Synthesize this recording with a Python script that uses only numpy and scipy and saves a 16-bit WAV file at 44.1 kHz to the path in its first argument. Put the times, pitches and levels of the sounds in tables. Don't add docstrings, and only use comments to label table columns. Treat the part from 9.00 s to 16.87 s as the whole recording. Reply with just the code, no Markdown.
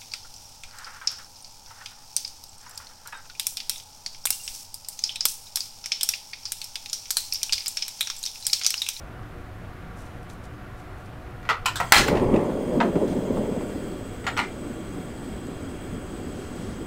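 import sys
import numpy as np
from scipy import signal
from scipy.io import wavfile
from scipy.ndimage import uniform_filter1d

SR = 44100
rng = np.random.default_rng(int(sys.argv[2]) if len(sys.argv) > 2 else 0)


def volts(x):
    e = np.asarray(x, float) / 20
    return 10 ** e


def bounce(signal):
    frames = np.transpose(np.atleast_2d(signal))
    limited = np.clip(frames, -1, 1)
    pcm = np.round(limited * 32767).astype(np.int16)
    wavfile.write(sys.argv[1], SR, pcm)


N = 346966

# (frequency [Hz], density [dB])
FAN = [(8.8, -29), (15, 2), (43, -1.5), (116, -7), (164, -13.5), (286, -16), (382, -17.5), (417, -22.5),
       (628, -16.5), (685, -22), (1460, -21), (2270, -28.5), (16000, -63.5)]
FAN_DB = -41
# (frequency [Hz], width [Hz], level [dB])
DUCT = [(735.6, 22.5, 7), (1148, 14, 2.5), (1400, 58, -2.5)]
# (frequency [Hz], width [Hz], lift [dB])
ROOM_MODES = [(74.6, 1.6, -18), (103, 6.1, 2), (120, 6.8, 3), (176.2, 5.3, 6), (206, 7, 0),
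              (251.4, 9.2, 1.5), (296.6, 7.3, 5.5), (359.4, 5.6, 7), (383, 8.9, 3), (475.5, 7.9, 7),
              (654, 11, -1)]
MIC_HISS_DB, EDGE_HZ = -68, 15800

# (time [s], peak [dB], centre [Hz])
TICKS = [(0.2319, -48, 4350), (0.9727, -47, 7320), (0.985, -48, 7000), (0.99, -47, 8000),
         (1.0044, -44, 9000), (1.0194, -43, 9500), (1.0544, -45, 7890), (1.062, -46, 7500),
         (1.2305, -43, 7500), (1.297, -44, 9000), (1.3, -34, 5000), (1.3339, -43, 11000), (1.44, -39, 7290),
         (1.4544, -41, 7110), (2.0644, -53, 4220), (2.65, -32, 3500), (6.4694, -40, 8020)]
# (start [s], rise [s], fade [s], peak [dB])
BRUSH = [
    (0.95, .04, 0.24, -57.5),
    (1.29, .01, 0.076, -57),
    (1.42, 0.034, .025, -60),
    (1.75, 0.051, 0.073, -62),
    (1.92, .1, .02, -65),
    (2.035, .027, .04, -61),
]
# (start [s], rise [s], fade [s], peak [dB])
SLEEVE = [
    (7.2, 0.24, .3, -54.5),
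    (7.5, 0.14, 0.44, -54),
]

# (time [s], frequency [Hz], level [dB], length [s])
THUD = ((2.625, 22, -33, .04))
# (frequency [Hz], width [Hz], level [dB])
LEVER = ([(2.429, -39, -16, -21, 0.16), (2.452, -35, -19, -30, 0.25), (2.49, -11, -21, -31, 0.17),
          (2.498, -12, -21, -27, 0.14), (2.514, -16, -35, -50, 0.065), (2.506, -17, -25, -40, 0.08),
          (2.527, -28, -30, -45, 0.11)], [(456, 33, -5.5), (1004, 20, -2), (1180, 15, 3), (1370, 15, 4.5),
          (1500, 80, -7), (1940, 66, 5), (2200, 60, -10), (2630, 23, -14), (2940, 92, -17), (4060, 71, -6)])
LATCH = ([(2.6565, -24, -13, -8, 0.1), (2.658, -11.5, -18, -19, 0.13), (2.661, -15, -23, -29, 0.17),
          (2.682, -24.5, -16, -28, 0.23)], [(1040, 90, -1.5), (1430, 90, 0), (1835, 33, -1),
          (2510, 82, 1.5), (2890, 53, 2), (3850, 28, -3.5), (4830, 72, -3.5), (6850, 35, -10),
          (7660, 35, -4), (8500, 39, -18), (11400, 53, -15), (14000, 32, -20), (15100, 27, -32)])
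VALVE = ([(2.757, -19, -11, -15, 0.15), (2.766, -21, -12, -19, 0.22), (4.079, -44.5, 0, -32, 0.32)],
          [(690, 130, -2), (1490, 280, 4.5), (3460, 440, 6), (5320, 23, -18), (5470, 35, 0), (6830, 93, -9),
          (7800, 23, 1), (8100, 22, -3)])
STOP = ([(2.801, -12.5, -17, -21, 0.11), (2.8065, -19, -30, -35, 0.1), (2.8125, -15.5, -36, -37, 0.15),
         (2.824, -24, -36, -37, 0.11), (2.848, -33, -36, -40, 0.15)], [(120, 75, -2.5), (480, 35, -5),
         (740, 32, 0.5), (995, 81, 0), (1320, 40, -8), (1825, 35, -1.5), (2270, 20, -22), (3360, 13, -75)])
IGNITER = ([(2.9215, 3, -6.5, -6, 0.038), (2.9265, -6, -9, -16, 0.036), (2.981, -11, -7.5, -31, 0.31),
            (3.083, -12.5, -22, -21, 0.1), (2.972, -18, -10, -25, 0.11)], [(1060, 200, -13),
            (1480, 170, 7.5), (1950, 260, 11.5), (2550, 52, 0), (2670, 13, -11), (3230, 11, 0),
            (3870, 40, -1), (4330, 28, -17)])
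WARMING = ([(3.1547, -25, -20, -29, 0.058), (3.1717, -23.5, -16, -36, 0.069), (3.1974, -29, -19, -27, 0.06),
            (3.2444, -36, -20, -30, 0.06), (3.3408, -28.5, -29, -40, 0.075), (3.3614, -26, -20, -40, 0.11),
            (3.3944, -39, -16, -21, 0.06), (3.5109, -39, -21, -35, 0.06)], [(1770, 230, 2), (2500, 200, 1),
            (3320, 200, -11)])
TRIVET = ([(3.803, -13.5, -23.5, -60, 0.14), (3.81, -13, -29, -60, 0.12)], [(692, 14, 14), (910, 12, 8),
           (1030, 34, 8), (1415, 44, -14), (2030, 47, 0), (2380, 30, 0), (3050, 24, -1)])
KNOB = ([(5.242, -33, -27, -26, 0.21), (5.266, -19, -19, -30, 0.11), (5.268, -14, -30, -40, 0.15),
         (5.275, -19, -26, -40, 0.12), (5.283, -24, -26, -40, 0.1), (5.296, -30, -26, -40, 0.12),
         (5.306, -33, -26, -40, 0.12)], [(936, 40, 2), (1160, 65, -11), (1375, 51, 4.5), (1670, 47, 1),
         (1916, 31, 5), (2110, 27, -1), (2870, 38, -3), (3470, 60, -4), (5000, 100, -8), (7000, 300, -6.5),
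         (8000, 150, -19)])
SPRING = ([(5.367, -21, -36, -45, 0.18), (5.374, -17, -17, -25, 0.18), (5.381, -17.5, -23, -35, 0.14),
           (5.391, -13, -24, -33, 0.082), (5.3995, -16, -19, -37, 0.059), (5.4155, -29, -12, -37, 0.28),
           (5.428, -32, -22, -37, 0.1), (5.408, -20, -26, -37, 0.08), (5.435, -32, -22, -40, 0.1)],
           [(950, 35, -1), (1230, 80, -3), (1420, 46, 1), (1750, 28, 0), (1810, 45, 0.5), (2030, 17, 1.5),
           (2150, 25, -6), (2300, 22, -7), (2720, 35, -13), (4060, 82, -3), (4670, 37, -21),
           (8300, 97, -13)])
SLACK = 0.027
# (time [s], frequency [Hz], level [dB], t60 [s])
PINGS = [
    (3.08, 7400, -28, 0.027),
    (3.0825, 14000, -33, .03),
    (3.3614, 7300, -46, 0.035),
]
# (frequency [Hz], level [dB], t60 [s])
SPRING_TAIL = (5.39, [(2070, -31, 0.27), (2130, -27, 0.19), (2350, -32, 0.28)])

# (time [s], flow [0 low, 1 full, more before it burns])
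JET = [
    (2.74, 1.6),
    (2.88, 1.85),
    (2.97, 0.84),
    (3.4, 0.4),
    (4.05, 1.04),
    (4.45, 1.05),
    (4.65, 0.87),
    (5.0, .05),
    (7.87, .05),
]
# (frequency [Hz], density [dB])
HISS = [(900, -2), (1700, -5.5), (2300, -4), (3200, -24), (3700, -12.5), (4800, -14.5), (5700, -16.5),
        (7300, -16.5), (8300, -10), (9300, -11.5), (9900, -22), (11500, -23.5), (16000, -20)]
# (frequency [Hz], width [Hz], level [dB])
PIPE = [(2750, 74, 4), (3248, 160, 6.5), (3500, 25, 3.5), (4090, 50, -4), (4750, 35, 0), (4950, 57, 0.5),
        (6170, 52, -1.5), (6390, 22, -1), (6620, 49, 1.5), (6890, 28, 0), (7210, 60, -5), (7560, 35, 3.5),
        (8040, 46, 0), (9050, 40, -5)]
# (cold [Hz], warm [Hz], width [Hz], level [dB])
SURGE = [(9000, 8400, 300, 3), (14100, 14950, 300, 0), (14250, 14300, 200, 0), (12500, 14000, 250, -1)]
# (frequency [Hz], width [Hz], level [dB], fall [dB])
COLD_BAND = (9000, 200, -72.5, 21)
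FLOW_DB, FLOW_RANGE_DB = -60, 2.5
SURGE_DB, SURGE_RANGE_DB = -78, 9
TOP_HZ, TOP_DB, TOP_RANGE_DB = 14600, -22, 2
WHISTLE_HZ, WHISTLE_DB = 7960, -53.5
COLD_DB, WARM_FROM_S, WARM_IN_S, UNLIT_DB = -11, 3.64, 0.91, 14.5
# (frequency [Hz], width [Hz], level [dB])
UNLIT_TONES = [(6230, 70, -60), (7550, 90, -60)]
UNLIT_S, UNLIT_RISE_S = 2.84, .03

# (time [s], peak [dB], length [s])
POP = ((2.9214, -0.5, 0.00041))
# (time [s], level [dB], hold [s], fall [dB/s])
RUSH = [
    (2.9208, -17.5, 0.06, 258),
    (3.072, -38, .008, 370),
    (3.15, -49, 0.028, 220),
]
# (frequency [Hz], width [Hz], level [dB])
RUSH_RING = [(840, 18, -1), (1020, 22, 0), (1360, 40, -4), (1595, 19, 2), (1704, 49, 3), (2013, 35, 7.5),
             (2550, 42, -15), (2710, 41, -7), (3200, 55, -15), (3440, 59, -9), (4090, 150, -7),
             (4460, 90, -7), (4810, 60, -13)]
RUSH_RISE_S = .002
RUSH_TREBLE_DB, DULLING = -8.5, 0.28

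# (time [s], peak [dB], centre [Hz])
PUFFS = [(3.39, -20, 581), (3.44, -29, 497), (3.494, -20.5, 600), (3.607, -34, 608), (3.695, -33, 589),
         (3.955, -21, 550), (3.983, -27, 552), (4.056, -24, 600), (4.123, -26, 600), (4.37, -26, 616),
         (4.562, -25, 580), (4.609, -29, 503)]
PUFF_S = 0.0068
# (time [s], roar [dB])
FLAME = [(2.93, -38), (2.99, -29.5), (3.05, -31), (3.1, -28.5), (3.45, -27.5), (3.7, -29.5), (4.0, -29.5),
         (4.4, -29), (4.7, -32), (5.1, -37.5), (7.87, -37.5)]
CALM_DB = -37.5
# (frequency [Hz], density [dB])
ROAR = [(60, -41), (110, -16), (170, 2), (250, 6), (330, 2), (400, 0), (500, -8), (750, -23.5), (1200, -38),
        (2000, -70)]
# (frequency [Hz], width [Hz], level [dB])
UNDER_PAN = [(373, 28, 6), (460, 3.4, -12), (588, 14, 12), (666, 46, 6)]
# (time [s], length [s], swell [dB], brightness [+ hollow and edge, - deep roar])
GUSTS = [(3.01, 0.019, 2.8, 0.12), (3.11, 0.052, 7.2, 0.11), (3.16, 0.027, 6.6, 0.92),
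         (3.231, 0.023, 6.7, 0.6), (3.29, 0.03, 1.4, 1.2), (3.35, 0.032, 8.4, 0.12),
         (3.5, 0.0094, 2.2, 0.27), (3.59, 0.017, 1.5, -0.6), (3.7, 0.048, 1.6, 1.1),
         (3.77, 0.053, 8.2, 0.18), (3.86, 0.037, 5.3, 0.18), (3.966, 0.014, 12.6, 0.24),
         (4.03, 0.032, 5.6, 1.1), (4.065, 0.0075, 2.6, 0.31), (4.13, 0.0066, 1.3, 0.63),
         (4.14, 0.16, 1.5, -1.3), (4.3, 0.034, 2.7, -0.068), (4.38, 0.058, 2.9, -0.031),
         (4.49, 0.032, 2.2, -0.72), (5.72, 0.13, 2.8, 0.95), (5.98, 0.031, 2, -0.91),
         (6.38, 0.018, 1.5, -1.2), (6.49, 0.024, 4, -0.19), (6.64, 0.031, 2.3, -0.13),
         (7.6, 0.058, 5.2, 0.63), (7.82, 0.018, 3.6, -0.76)]
TINT_DB = 0.67
SETTLES_S = 3.365
BUFFET_DB, BUFFET_END_S, FRINGE_DB, FRINGE_END_S = 12, .021, 8.5, 0.21
RUMBLE_DB, RUMBLE_PER_DB = -46, 0.59
BODY_DB, BODY_PER_DB = -47.5, 1.9138
EDGE_DB, EDGE_PER_DB = -58.5, 1.83
WANDER_DB = 1.8


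def evened(x):
    return x / np.sqrt(np.mean(x ** 2) + 1e-20)


def add(mix, s, sound):
    part = mix[round(s * SR):][:len(sound)]
    part += sound[:len(part)]


def band(x, lo_hz, hi_hz):
    edges = np.clip([lo_hz, hi_hz], 5, .49 * SR)
    return evened(signal.sosfilt(signal.butter(2, edges, "band", fs=SR, output="sos"), x))


def resonate(x, hz, width):
    r = np.exp(-np.pi * width / SR)
    c = r * np.cos(2 * np.pi * hz / SR)
    return signal.lfilter([2 * (1 - r), -2 * (1 - r) * c], [1, -2 * c, r * r], x)


def resonant_noise(x, hz, width, second_width):
    return evened(resonate(resonate(x, hz, width), hz, second_width))


def ringing(x, peaks):
    modes = (volts(db) * resonate(x, hz, width) for hz, width, db in peaks)
    return evened(sum((-1) ** k * mode for k, mode in enumerate(modes)))


def glide(x, hz, width):
    turn = np.exp(2j * np.pi * np.cumsum(hz) / SR)
    r = np.exp(-np.pi * width / SR)
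    at_zero_hz = signal.lfilter([1], np.convolve([1, -r], [1, -r]), x / turn)
    return evened((turn * at_zero_hz).real)


def noise(points, patchy_db, flicker_db):
    frames, hz = N // 256 + 5, np.fft.rfftfreq(1024, 1 / SR)
    real, imag, patches = rng.standard_normal((frames, 513, 3)).T
    patches = uniform_filter1d(patches, size=10, axis=0)
    patches = evened(uniform_filter1d(patches, size=16, axis=1))
    flicker = evened(uniform_filter1d(rng.standard_normal(frames), size=6))
    f, db = np.transpose(points)
    colour_db = np.interp(np.log(hz + 1), np.log(f + 1), db)[:, None]
    z = (real + 1j * imag) * volts(colour_db + patchy_db * patches + flicker_db * flicker)
    return evened(signal.istft(z, nperseg=1024, noverlap=768)[1][:N])


def played(rows, fade):
    s, *columns = np.transpose(rows)
    t = np.arange(N) / SR
    gate = np.clip((t - s[0]) / fade, 0, 1) * np.clip((s[-1] + fade - t) / fade, 0, 1)
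    return gate, *(np.interp(t, s, c) for c in columns)


def wander():
    steps = uniform_filter1d(rng.standard_normal(N // 1024 + 2), size=3)
    return evened(np.interp(np.arange(N) / 1024, np.arange(len(steps)), steps))


def fan():
    duct = ringing(rng.standard_normal(N), DUCT)
    drone = noise(FAN, patchy_db=.7, flicker_db=.15)
    drone = drone + sum(volts(db) * resonate(drone, hz, width) for hz, width, db in ROOM_MODES)
    return volts(FAN_DB) * (drone + volts(-11.5) * duct)


def kitchen(x):
    t = np.arange(SR // 2) / SR
    turn = np.pi * np.arange(N) / SR / .012
    out = 0
    for k in range(3):
        taps = rng.choice([-1., 1.], len(t)) * (rng.random(len(t)) < 2000 / SR) * (t > .006)
        tail = band(taps, 210, 6900) * volts(-60 * t / 0.29)
        tail = tail + band(taps, 4300, 22000) * volts(-60 * t / 0.37)
        share = np.sqrt(2 / 3) * np.cos(turn + k * np.pi / 3)
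        out = out + signal.oaconvolve(x * share, tail / np.linalg.norm(tail))[:N]
    return out


def stroke(start, rise, fade, db):
    t = np.arange(0, rise + 2 * fade, 1 / SR)
    out = np.zeros(N)
    add(out, start, volts(db - 20 * np.maximum(t - rise, 0) / fade) * np.minimum(t / rise, 1))
    return out


def fingers():
    out, t = np.zeros(N), np.arange(1500) / SR
    for s, db, hz in TICKS:
        snap = band(rng.standard_normal(len(t)), 0.58 * hz, 1.3 * hz)
        add(out, s, volts(db - 9) * snap * (np.exp(-t / 0.0014) + 0.24 * np.exp(-t / 0.016)))
    sizes = volts(3.6 * np.minimum(rng.exponential(1, N), 3))
    sizes = sizes * (rng.random(N) < 900 / SR)
    grains = band((0.44 + sizes) * rng.standard_normal(N), 4100, 10000)
    out += sum(stroke(*row) for row in BRUSH) * grains
    cloth = band(rng.standard_normal(N), 650, 7100)
    return out + sum(stroke(*row) for row in SLEEVE) * cloth


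def thud(s, hz, db, length):
    t = np.arange(N) / SR - s
    return volts(db) * np.sin(2 * np.pi * hz * t) * np.exp(-(t / length) ** 2)


def knock(db, mid_db, treble_db, t60, peaks):
    t = np.arange(SR // 3) / SR
    low, mid, high, bumps = rng.standard_normal((4, len(t)))
    rattle = volts(1.8 * evened(uniform_filter1d(bumps, size=70)))
    shake = (rattle + 1.54 * np.exp(-t / 0.0016)) * volts(-60 * t / t60) * np.minimum(t / 0.00069, 1)
    blow = low * shake + 3.1 * np.exp(-((t - .0003) / .00007) ** 2)
    rings = 0
    for (hz, width, mode_db), slip in zip(peaks, bumps):
        slack_hz = hz * (1 + SLACK * slip)
        damped = 0.86 * width + hz / 26
        mode = resonate(resonate(blow, slack_hz, damped), slack_hz, 0.42 * slack_hz)
        rings = rings + volts(mode_db) * mode / np.sqrt(damped)
    main_hz = max(peaks, key=lambda p: p[2])[0]
    skirt = band(band(blow, 0.58 * main_hz, 1.61 * main_hz), 590, 6100)
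    body = evened(rings) + 0.73 * band(band(blow, 720, 1570), 670, 7100) + 0.43 * skirt
    mid = band(band(mid, 2400, 7900), 2200, 8500) * volts(mid_db - 8.5) * shake
    high = band(high, 7100, 15600) * volts(treble_db - 9 - 35 * t / t60) * shake
    return volts(db + 1.5) * (body / abs(body).max() + mid + high)


def ring(modes):
    t = np.arange(SR // 3) / SR
    return sum(volts(db - 60 * t / t60) * np.sin(2 * np.pi * hz * t) for hz, db, t60 in modes)


def unlit():
    air, out = rng.standard_normal(SR // 10), np.zeros(N)
    tones = sum(volts(db) * resonant_noise(air, hz, w, w) for hz, w, db in UNLIT_TONES)
    add(out, UNLIT_S, tones * np.minimum(np.arange(len(air)) / SR / UNLIT_RISE_S, 1))
    return out


def jet():
    gate, flow = played(JET, fade=0.094)
    t = np.arange(N) / SR
    cold = np.clip(1 - (t - WARM_FROM_S) / WARM_IN_S, 0, 1)
    warm = np.clip((t - 3.3) / 1.0, 0, 1)
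    air, eddies = rng.standard_normal((2, N))
    hiss = noise(HISS, patchy_db=2.0, flicker_db=1.0)
    hiss = hiss + volts(-4.5) * ringing(air, [(hz, 0.69 * w, db) for hz, w, db in PIPE])
    hiss = hiss + volts(TOP_DB + TOP_RANGE_DB * flow) * resonant_noise(air, TOP_HZ, 160, 200)
    hiss = volts(FLOW_DB + FLOW_RANGE_DB * flow + 8.5) * hiss
    surge = evened(sum(volts(db) * glide(eddies, a + (b - a) * warm, w) for a, b, w, db in SURGE))
    surge = volts(SURGE_DB + SURGE_RANGE_DB * np.minimum(flow, 1.4)) * surge
    whistle_db = WHISTLE_DB + COLD_DB * cold + UNLIT_DB * np.maximum(flow - 1, 0)
    whistle = volts(whistle_db - 4) * resonant_noise(eddies, WHISTLE_HZ, 260, 280)
    hz, width, db, fall_db = COLD_BAND
    chill = volts(db - fall_db * (0.5 - cold)) * resonant_noise(air, hz, width, width)
    return gate * (chill + hiss + surge + whistle)


def pop(db, length):
    u = np.arange(2000) / SR / length
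    return volts(db) * (1 - u) * np.exp(-u)


def rush():
    start, main_db = RUSH[0][:2]
    t = start + np.arange(SR) / SR
    level = sum(volts(db - fall * np.maximum(t - s - hold, 0)) * np.clip((t - s) / RUSH_RISE_S, 0, 1)
                for s, db, hold, fall in RUSH)
    bright = volts(RUSH_TREBLE_DB) * np.minimum(level / volts(main_db), 1) ** DULLING
    bumps = evened(uniform_filter1d(rng.standard_normal(SR), size=50))
    rough = rng.standard_normal(SR) * volts(1.9 * bumps)
    hollow = np.clip((start + 0.24 - t) / 0.045, .15, 1)
    body = 0.79 * hollow * ringing(rough, [(hz, 1.1 * w, db) for hz, w, db in RUSH_RING])
    body = body + 1.1 * band(rough, 720, 5100)
    treble = band(rough, 4800, 9300) + .5 * band(rough, 8500, 15500)
    return level * (body + bright * treble)


def puffs():
    out, t = np.zeros(N), np.arange(3000) / SR
    envelope = np.exp(-t / PUFF_S) * np.minimum(t / 0.0018, 1)
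    for s, db, hz in PUFFS:
        burst = band(rng.standard_normal(len(t)), 0.66 * hz, 1.42 * hz) * envelope
        add(out, s, volts(db) * burst / abs(burst).max())
    return out


def gusts():
    t = np.arange(0, N, 128) / SR
    lifts = 0
    for s, length, swell_db, tint in GUSTS:
        shares = [1 - TINT_DB * tint, 0.5 + TINT_DB * tint]
        lifts = lifts + np.outer(shares, swell_db * np.exp(-((t - s) / length) ** 2))
    return [np.interp(np.arange(N) / SR, t, lift) for lift in lifts]


def flame():
    gate, db = played(FLAME, fade=0.041)
    t, size_db = np.arange(N) / SR, db - CALM_DB
    deep_db, bright_db = gusts()
    buffet_db = BUFFET_DB * np.clip(1 - (t - SETTLES_S) / BUFFET_END_S, 0, 1)
    fringe_db = FRINGE_DB * np.clip(1 - (t - SETTLES_S) / FRINGE_END_S, 0, 1)
    pulses, deep, hollow, tips = rng.standard_normal((4, N))
    flutter = volts(0.82 * band(pulses, 17, 60))
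    roar = volts(db + deep_db) * noise(ROAR, patchy_db=0.5, flicker_db=1.5)
    rumble_db = RUMBLE_DB + RUMBLE_PER_DB * size_db + buffet_db + WANDER_DB * wander()
    rumble = volts(rumble_db) * band(band(deep, 6.4, 180), 5.8, 186)
    hollow = band(band(hollow, 320, 660), 334, 630)
    body_db = BODY_DB + BODY_PER_DB * size_db + bright_db
    body = volts(body_db) * evened(hollow + 0.27 * ringing(hollow, UNDER_PAN))
    edge_db = EDGE_DB + EDGE_PER_DB * size_db + fringe_db + bright_db + 0.6 * WANDER_DB * wander()
    edge = band(band(tips, 700, 1250), 600, 1050) + 0.17 * band(tips, 1800, 2380)
    edge = volts(edge_db - 3.5) * edge
    return gate * flutter * (roar + rumble + (body + edge) * flutter ** 0.34)


def scene():
    near = puffs()
    add(near, RUSH[0][0], rush())
    for s, *ping in PINGS:
        add(near, s, ring([ping]))
    add(near, SPRING_TAIL[0], ring(SPRING_TAIL[1]))
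    add(near, POP[0], pop(*POP[1:]))
    for blows, peaks in (LEVER, LATCH, VALVE, STOP, IGNITER, WARMING, TRIVET, KNOB, SPRING):
        for s, *blow in blows:
            add(near, s, knock(*blow, peaks))
    stove = near + volts(-12.5) * kitchen(near) + thud(*THUD)
    return (stove + flame() + jet() + unlit() + fingers() + fan())[None]


def low_pass(x):
    return signal.sosfilt(signal.butter(12, 16440, fs=SR, output="sos"), x)


def record(dry):
    hiss = volts(MIC_HISS_DB) * band(rng.standard_normal(N), 5600, 14800)
    x = np.clip(dry + hiss, -.93, .93)
    lowpass = signal.firwin(801, EDGE_HZ, window=("kaiser", 10), fs=SR)
    low = signal.oaconvolve(x, lowpass[None], "same")
    top = x - low
    power = uniform_filter1d(top ** 2, size=200)
    sharp = power > 40 * np.roll(power, 500) + volts(-102)
    mix = low + .3 * top * uniform_filter1d(1. * sharp, size=200)
    return low_pass(mix)


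dry = scene()
out = record(dry)
bounce(out)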